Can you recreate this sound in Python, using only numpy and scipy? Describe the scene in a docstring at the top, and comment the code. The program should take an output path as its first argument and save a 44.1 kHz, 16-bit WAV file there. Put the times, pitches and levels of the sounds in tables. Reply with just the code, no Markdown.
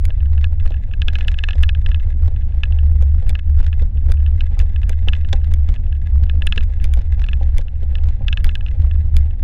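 """Mountain bike on packed snow

Heard from a camera on the frame: wind and jolts buffet the microphone, the knobby tyre drones
near 74 Hz, the frame rumbles and snow crunches under the tread. Chain and cables chatter, sharp
ticks hit the camera housing and a loose part knocks in quick runs. Icy clumps burst under the
tyre, and frozen ruts land as dull bumps."""
import sys
import numpy as np
from scipy import signal
from scipy.fft import rfft, irfft
from scipy.io import wavfile
from scipy.ndimage import uniform_filter1d, minimum_filter1d

SR = 44100
rng = np.random.default_rng(int(sys.argv[2]) if len(sys.argv) > 2 else 0)


def wav_out(sig):
    """Save sig, one row per channel (or a flat mono array), as 16-bit PCM at SR to the path in sys.argv[1]."""
    wavfile.write(sys.argv[1], SR, np.round(np.clip(np.atleast_2d(sig).T, -1, 1) * 32767).astype(np.int16))


N = 415863

# How rough the trail rides. 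Each row: time in seconds, roughness in dB.
TRAIL_ROUGHNESS = [(0.0, -56.5), (0.23, -64), (0.92, -65), (1.23, -51), (1.52, -58), (1.7, -59.5),
                   (4.18, -62.5), (5.02, -53), (6.22, -65.5), (6.46, -52), (6.77, -56.5), (7.22, -64),
                   (7.83, -61), (8.03, -63), (8.17, -59), (8.4, -59.5), (8.64, -59.5), (9.43, -63.5)]
# Dips and ruts that jolt the whole bike. Each row: time in seconds, heave of the buffeting in dB,
# thump of the frame rumble in dB.
TRAIL_JOLTS = [(.07, 3, 3), (0.328, 2.5, 7), (0.662, 11, 6), (1.111, 4.5, 0), (1.281, 4, 9), (1.622, 7, 1),
               (1.88, 4.5, 8), (2.06, 4.5, -2), (2.155, 3, 10), (2.26, 8.5, 6), (3.021, 2, 2), (3.17, 3, 6),
               (3.29, 9, 8), (3.61, 10.5, 10.5), (3.819, 7.5, 6.5), (4.1, 9, 13), (4.41, 3.5, 2),
               (4.609, 7.5, 4), (4.89, 8.5, 2), (5.08, 4.5, 12), (5.34, 5, 6), (5.53, 5, 7), (5.7, 4.5, 9),
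               (6.232, 3, 11.5), (6.47, 7, 2), (6.59, 6, 5), (6.85, 5.5, 1), (6.99, 8, 0), (7.201, 8, 2),
               (7.42, 2, 2), (7.583, 10.5, 13.5), (8.07, 6, 7.5), (8.211, -2, 5), (8.45, 9, 4),
               (8.83, 5, 1), (9.166, 6, 7)]
# The tyre goes light over a crest. Each row: time in seconds, half length in seconds, drone dip in dB.
TRAIL_CRESTS = [(0.845, 0.063, -12), (1.392, 0.15, -7.5), (2.14, 0.086, -7), (3.419, 0.042, -17.5),
                (3.908, 0.023, -15), (4.95, 0.32, -4.5), (6.007, 0.052, -12.5), (6.733, 0.15, -5),
                (7.701, 0.11, -14.5), (9.376, 0.03, -15.5)]
# Tread knobs meeting the ground at the bike's speed. Each row: time in seconds, knob rate in Hz.
KNOB_RATE = [(0, 71.5), (.55, 74.5), (.9, 71.5), (2.8, 72), (3.05, 74.5), (4.55, 72), (4.95, 76), (6.1, 71),
             (6.5, 73), (7.45, 68), (8.55, 74), (9.43, 71)]
# Fader rides for the frame rumble and the rolling snow. 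Each row: time in seconds, base level in dB.
RUMBLE_RIDE = [(0, -37), (.45, -34), (1.2, -34.5), (1.42, -39), (2.3, -35.5), (3.7, -37.5), (4.8, -35),
               (5.6, -35), (6.4, -34), (6.7, -37), (7.4, -33.5), (7.72, -37), (8.2, -33), (8.9, -35),
               (9.43, -34.5)]
SNOW_RIDE = [(0.0, -54), (0.39, -58.5), (0.92, -58.5), (1.15, -53), (1.97, -59), (2.84, -54), (3.02, -59),
             (4.46, -57), (4.91, -55.5), (6.07, -58.5), (6.33, -56), (7.33, -56), (7.75, -57.5),
             (8.46, -57), (8.98, -56), (9.43, -57.5)]

# Hits on the camera housing, knocks of the loose part and icy clumps crushed by the tyre.
# Each row: start in seconds, relative strength in dB.
HOUSING_HITS = [(.0533, -3), (1.278, -11.5), (1.6308, -6), (3.0236, -15.5), (3.2937, 0.5), (4.1192, -0.5),
                (4.5918, -6.5), (4.894, -2), (5.5382, -3.5), (6.468, 4.5), (6.635, -15.5), (6.8425, -3),
                (6.9377, -3.5), (7.5823, -4.5), (8.444, 4), (8.5534, -15), (9.1669, -1)]
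LOOSE_KNOCKS = [(0.1047, -18), (0.2048, -25), (0.2567, -29), (0.3786, -19.5), (0.4425, -5.5), (0.599, -21),
                (0.6608, -13.5), (0.7206, -22), (0.7419, -19), (0.913, -27), (0.9364, -13), (1.0188, -3),
                (1.0833, 1), (1.1546, -3), (1.209, -8.5), (1.2473, -19), (1.2825, -2), (1.3421, -14.5),
                (1.3882, -5), (1.4381, 1.8), (1.4873, -2.5), (1.5082, -7.5), (1.5324, -11.5), (1.6348, 2),
                (1.6916, -1.5), (1.7492, -13), (1.8621, -7.5), (1.9165, -13), (1.9456, -9.5),
                (1.9982, -23.5), (2.3622, -25), (2.6347, -0.8), (2.6551, -21), (2.7233, -22), (2.7878, -18),
                (3.3528, -7), (3.3919, -17.5), (3.7291, -15.5), (4.2633, -18.5), (4.4072, -6.5),
                (4.6001, -14), (4.761, -16.5), (4.8324, -16), (4.9302, -22), (5.0849, 1.5), (5.1338, -3.5),
                (5.1514, -21), (5.248, -20), (5.761, -23), (5.9256, -20), (6.2965, -9.5), (6.421, -6.5),
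                (6.4714, 4), (6.524, 2.5), (6.578, 0.5), (6.6078, -13.5), (7.2404, -12.5), (7.2871, -9),
                (7.3321, -8), (7.6826, -22.5), (7.954, -10.5), (7.9839, -23.5), (8.2827, -1.5),
                (8.328, 0.5), (8.3731, -2.5), (8.4917, -8), (8.5539, -7.5), (8.609, -19), (8.6635, -14.5),
                (8.6848, -18.5), (8.9121, -18)]
ICY_CLUMPS = [(0.333, -48.5), (0.413, -46), (.676, -41.5), (1.133, -39), (1.187, -37), (1.302, -49),
              (1.317, -39.5), (1.889, -42), (3.593, -47), (3.63, -47), (3.644, -44), (3.666, -38.5),
              (5.289, -42.5), (5.444, -44), (5.689, -41), (5.741, -44), (6.237, -42), (6.561, -38),
              (6.989, -47), (7.017, -48), (7.196, -44.5), (7.219, -41), (7.265, -46), (7.431, -44.5),
              (7.614, -47.5), (8.037, -45.5), (8.087, -39.5), (8.82, -46.5)]
# The tyre hits frozen ruts. Each row: start in seconds, thud level in dB, crack in dB over the thud,
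# frame ring in dB over the thud.
RUT_BUMPS = [(0.661, -32, -19, -19), (0.705, -30.5, -7.5, -16), (1.08, -34, -17, -19),
             (1.282, -38, 10, -10), (1.555, -36, -3, -15), (2.279, -31.5, -7, -25),
             (3.022, -32.5, -16, -13.5), (3.302, -34.5, 0.5, -8), (3.821, -31.5, -7.5, -16),
             (4.097, -27, -12, -24), (4.573, -37.5, -23, 1.5), (4.612, -37.5, 2.5, -12),
             (4.897, -32, -10, -10.5), (5.074, -28.5, -29, -11), (5.329, -24, 8.5, 3.5),
             (5.685, -43, -12, -20), (6.573, -31.5, -4, -11), (6.851, -35.5, 0, -15),
             (6.972, -32.5, -9, -12), (7.411, -37.5, -23, 9), (7.59, -31, -10, -18),
             (7.831, -34, -6.5, -11), (8.207, -44.5, -24, 15), (8.466, -31, -4, -12)]

# How the housing, the loose part and the frame ring when struck. Each row: pitch in Hz,
# relative level in dB, seconds to die away by 60 dB, polarity as 1 or -1.
HOUSING_RING = [(1596, -30.5, 0.016, 1), (2030, -33, 0.02, -1), (2350, -29.5, 0.02, 1),
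                (3470, -30.5, 0.019, -1), (4820, -31.5, 0.01, 1), (6170, -32.5, 0.0071, -1),
                (6880, -34.5, 0.0087, 1), (9700, -30, 0.0052, -1), (11000, -32, 0.0042, 1),
                (13100, -37, 0.0059, -1), (14100, -43, .004, 1)]
LOOSE_RING = [(750, -44.5, 0.025, -1), (1270, -44.5, 0.069, -1), (1435, -29.5, 0.018, -1),
              (1632, -22.5, 0.028, 1), (1705, -18, 0.019, -1), (2150, -30, 0.017, 1),
              (2596, -18.5, 0.022, -1), (2678, -16, 0.0058, -1), (2996, -12.5, .009, 1),
              (3450, -11.5, 0.0072, 1), (3584, -16.5, 0.0069, -1), (4056, -36.5, 0.035, -1),
              (4840, -34.5, 0.0026, 1), (5420, -37, 0.0072, -1), (6040, -41.5, 0.0064, -1),
              (7250, -47, 0.0043, -1)]
FRAME_RING = [(313, -16, 0.15, 1), (538, -12, 0.12, -1), (789, -3, 0.075, 1), (1060, -20.5, 0.086, -1)]

# Tone curves for the noisy layers. Each row: frequency in Hz, relative gain in dB.
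BUFFET_EQ = [(3, -23.5), (7, -15.5), (11, 0), (19, -1), (28, -0.5), (40, -6.5), (52, -11), (62, -8),
             (80, -18), (120, -31), (250, -79.5), (1500, -150)]  # sub-bass wind on the microphone
RUMBLE_EQ = [(60, -17), (90, 4.5), (110, -1), (135, -7.5), (152, -13.5), (160, -4.5), (172, -12.5),
             (215, -14), (290, -26), (400, -34.5), (800, -70.5), (4000, -110)]  # boomy shaking of the frame
SNOW_EQ = [(200, -4.5), (370, -5.5), (480, 4.5), (590, 1.5), (715, -4), (795, 2), (880, -7), (1100, -14),
           (1700, -12.5), (3000, -17), (4500, -26), (7000, -39), (10000, -41.5), (15500, -53)]  # midrange crunch of packed snow
CHATTER_EQ = [(900, -12.5), (1220, -7.5), (1500, -14.5), (1670, 7.5), (1850, -5.5), (2030, 6),
              (2300, -10.5), (2620, -1.5), (3150, -18), (3500, -4.5), (4400, -21), (7000, -22),
              (14000, -53.5)]  # thin, peaky chain and cables
GRIT_EQ = [(150, -10), (300, -1.5), (800, -4.5), (1200, -3), (2200, -8.5), (3500, -20), (5000, -18.5),
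           (7000, -30), (8200, -28), (10500, -29.5), (15000, -41.5)]  # broad crackle of hard shaking
SNAP_EQ = [(900, -11), (1600, 4), (2500, -0.5), (3500, 2.5), (5500, -13.5), (7000, -6.5), (8000, -10.5),
           (10000, -9), (15000, -29)]  # bright snap on the housing
CRUNCH_EQ = [(300, -7.5), (800, 0), (1150, -1.5), (1700, 4.5), (2600, -0.5), (3700, 0.5), (4600, -8),
             (7000, -15), (8200, -21.5), (10500, -28.5), (15000, -39.5)]  # crisp break of a clump, also the loose part's scuff
THUD_EQ = [(120, -0.5), (280, 4), (380, 1.5), (530, 3), (680, -4), (795, -4), (900, -8), (1050, -12.5),
           (1300, -15), (3000, -44.5)]  # hollow body of a bump
CRACK_EQ = [(700, -76.5), (1500, 7), (2300, 0), (2750, -2), (3450, 7.5), (4400, -3), (6000, -6.5),
            (8000, -18.5), (14000, -47)]  # hard edge of a bump


def undb(db):
    """Decibels to gain."""
    return 10 ** (np.asarray(db) / 20)


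def unit(x):
    """Scale to rms 1."""
    return x / np.sqrt(np.mean(x ** 2))


def curve(table):
    """Join (seconds, value) points into one value per sample."""
    return np.interp(np.arange(N) / SR, *np.transpose(table))


def colour(x, eq):
    """Shape a sound with a minimum-phase tone curve that keeps the power of white noise."""
    size = 16384
    hz, db = np.transpose(eq)
    bins = np.maximum(np.arange(size // 2 + 1) * SR / size, 1)
    cepstrum = irfft(np.log(undb(np.interp(np.log(bins), np.log(hz), db))))
    cepstrum[1:size // 2] *= 2
    cepstrum[size // 2 + 1:] = 0
    response = irfft(np.exp(rfft(cepstrum)))
    return signal.fftconvolve(x, response / np.linalg.norm(response))[:N]


def noise():
    """White noise."""
    return rng.standard_normal(N)


def drift(rate_hz):
    """Smooth random wander with rms 1."""
    bins = np.arange(N // 2 + 1) * SR / N
    return unit(irfft(rfft(noise()) * np.exp(-(bins / rate_hz) ** 2), N))


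def even(x, span_s):
    """Ride the slow swells out of a noise, leaving rms near 1."""
    width = max(int(span_s * SR), 2)
    return x / np.sqrt(uniform_filter1d(uniform_filter1d(x ** 2, width), width) + 1e-12)


def grains(per_s, spread_db):
    """Random tiny clicks, mostly small with a few large ones."""
    fires = rng.random(N) < per_s / SR
    size = np.minimum(rng.exponential(size=N), 4)
    return unit(fires * undb(spread_db * size) * np.sign(noise()))


def add(out, s, sound):
    """Mix a sound in at s seconds."""
    i = max(int(s * SR), 0)
    out[i:i + len(sound)] += sound[:max(N - i, 0)]


def swell(s, half_s):
    """Bell-shaped rise to 1 and fall, centred on s seconds."""
    out = np.zeros(N)
    start = max(s - 3 * half_s, 0)
    t = np.arange(int(6 * half_s * SR)) / SR + start
    add(out, start, np.exp(-((t - s) / half_s) ** 2))
    return out


def bursts(events, lead_s, rise_s, decay_s):
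    """Attack-and-decay envelope that opens lead_s ahead of each (seconds, dB) event."""
    t, envelope = np.arange(SR // 10) / SR, np.zeros(N)
    for s, db in events:
        add(envelope, s - lead_s, undb(db) * (1 - np.exp(-t / rise_s)) * np.exp(-t / decay_s))
    return envelope


def strike(blows, modes, detune, scatter_db, soften):
    """Each blow rings the modes a little differently; soften makes light blows duller."""
    hz, db, t60, polarity = np.transpose(modes)
    t, out = np.arange(SR // 16)[:, None] / SR, np.zeros(N)
    for s, strength_db in blows:
        pitch, weight = rng.standard_normal((2, len(hz)))
        tilt_db = soften * strength_db * np.log2(hz / np.median(hz))
        gain = np.sign(polarity) * undb(strength_db + db + scatter_db * weight + tilt_db)
        partials = np.exp(-np.log(1000) * t / t60) * np.sin(2 * np.pi * hz * (1 + detune * pitch) * t)
        add(out, s, partials @ gain)
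    return out


def jolts():
    """Jolts lift buffeting and rumble, in dB; the level dips briefly just after each jolt."""
    heave_half_s, thump_half_s, lull_delay_s = .035, .02, .09
    heave_db, thump_db = np.zeros((2, N))
    for s, heave, thump in TRAIL_JOLTS:
        lull = 0.27 * swell(s + lull_delay_s, heave_half_s)
        heave_db += heave * (swell(s, heave_half_s) - lull)
        thump_db += thump * (swell(s, thump_half_s) - lull)
    return heave_db, thump_db


def wind_buffet(db):
    """Wind pushes on the microphone in a deep flutter."""
    return even(colour(noise(), BUFFET_EQ), span_s=0.07) * undb(db + 0.89 * drift(11))


def tyre_drone(db):
    """Tread knobs shake the frame at their passing rate; uneven snow wobbles pitch and strength."""
    phase = 2 * np.pi * np.cumsum(curve(KNOB_RATE)) / SR + 0.79 * drift(9.7)
    strength = 1 + 0.36 * drift(7.4) + 0.35 * drift(25)
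    tone = np.sin(phase) + undb(-47.5) * np.sin(2 * phase)
    return unit(strength * tone) * undb(db)


def frame_rumble(db):
    """The shaking frame gives a low, restless boom."""
    return even(colour(noise(), RUMBLE_EQ), span_s=0.041) * undb(db + 1.6 * drift(18))


def rolling_snow(db):
    """Packed snow breaks in dense grains and small clumps under the tyre."""
    fractures = grains(per_s=2500, spread_db=3.4)
    return colour(fractures * undb(db + 1.3 * drift(21) + 2.8 * drift(57)), SNOW_EQ)


def chain_chatter(db):
    """Chain and cables tap lightly all the time, in little flurries."""
    taps = grains(per_s=200, spread_db=6.8) + undb(-3.5) * noise()
    return colour(taps * undb(db + 6.6 * drift(35)), CHATTER_EQ)


def shake_grit(shake, heave_db):
    """The hardest swings of the shaking each bring a gritty crackle, loudest during a jolt."""
    gate = np.clip(np.abs(shake) - .4, 0, .2)
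    return colour(gate * grains(per_s=2800, spread_db=1.3) * undb(-32 + 0.6 * heave_db), GRIT_EQ)


def housing_ticks():
    """A hard contact snaps against the camera housing and rings it briefly."""
    snap = colour(bursts(HOUSING_HITS, lead_s=0, rise_s=.0001, decay_s=0.0011) * noise(), SNAP_EQ)
    ring = strike(HOUSING_HITS, HOUSING_RING, detune=0.0052, scatter_db=3.0, soften=.03)
    return ring + undb(-22.5) * snap


def light_taps(rough_db):
    """Cues in (seconds, dB): the swinging loose part now and then just touches, harder on rough ground."""
    swing_s, chance, scatter_db = .05, 0.23, 3.5
    turns = np.arange(0, N / SR, swing_s)
    touch, late, size = rng.random((len(turns), 3)).T
    db = -33 + 0.51 * rough_db[(turns * SR).astype(int)] + scatter_db * np.sqrt(12) * (size - .5)
    return list(np.column_stack([turns + late * swing_s / 2, db])[touch < chance])


def loose_part(rough_db):
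    """The part scuffs into contact, then knocks; its blunt edge leaves out the highest treble."""
    blows = LOOSE_KNOCKS + light_taps(rough_db)
    contact = bursts(blows, lead_s=0.0021, rise_s=0.0011, decay_s=0.0036)
    scuff = colour(contact * grains(per_s=3400, spread_db=2.8), CRUNCH_EQ)
    ring = strike(blows, LOOSE_RING, detune=0.013, scatter_db=1.91, soften=0.25)
    blunt = signal.butter(4, 8000, fs=SR, output="sos")
    return signal.sosfilt(blunt, undb(-0.55) * ring + undb(-30.5) * scuff)


def icy_crunches():
    """An icy clump gives way in a short burst of fractures."""
    collapse = bursts(ICY_CLUMPS, lead_s=0.0013, rise_s=0.00039, decay_s=0.0033)
    return undb(8.0) * colour(collapse * grains(per_s=6000, spread_db=1.8), CRUNCH_EQ)


def rut_bumps():
    """A rut crushes in milliseconds: a hollow thud, a shorter crack and a brief ring of the frame."""
    s, db, crack_db, ring_db = np.transpose(RUT_BUMPS)
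    thud = bursts(zip(s, db), lead_s=0.00043, rise_s=0.00024, decay_s=0.0072) * noise()
    crack = bursts(zip(s, db + crack_db), lead_s=.0003, rise_s=0.00065, decay_s=0.0031) * noise()
    ring = strike(zip(s, db + ring_db), FRAME_RING, detune=.006, scatter_db=2, soften=0)
    return colour(thud, THUD_EQ) + colour(crack, CRACK_EQ) + ring


def scene():
    """Mono mix: rough ground lifts the rattles, jolts the shake and snow; crests duck drone, wind, snow."""
    trail_db = curve(TRAIL_ROUGHNESS)
    rough_db = trail_db - trail_db.mean()
    heave_db, thump_db = jolts()
    crest_db = sum(db * swell(s, half_s) for s, half_s, db in TRAIL_CRESTS)
    duck_db = 0.26 * crest_db  # wind and snow take a share of the drone's dip
    wind = wind_buffet(-15 + 0.089 * rough_db + heave_db + duck_db)
    shake = wind + tyre_drone(-15 + crest_db) + frame_rumble(curve(RUMBLE_RIDE) + thump_db)
    snow = rolling_snow(2.5 + curve(SNOW_RIDE) + 0.56 * heave_db + duck_db)
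    ground = snow + icy_crunches() + rut_bumps()
    rattles = chain_chatter(-64 + 0.78 * rough_db) + loose_part(rough_db) + housing_ticks()
    return (shake + shake_grit(shake, heave_db) + ground + rattles)[None]


def record(dry):
    """The camera's limiter eases the gain down around the highest peaks; the top end is cut."""
    ceiling, top_hz, width = .85, 15700, SR // 40
    safe_gain = np.minimum(1, ceiling / (np.abs(dry) + 1e-9))
    held_gain = minimum_filter1d(safe_gain, 2 * width)
    gain = uniform_filter1d(uniform_filter1d(held_gain, width), width)
    high_cut = signal.ellip(8, .2, 70, top_hz, fs=SR, output="sos")
    return signal.sosfilt(high_cut, dry * gain)


dry = scene()
out = record(dry)
wav_out(out)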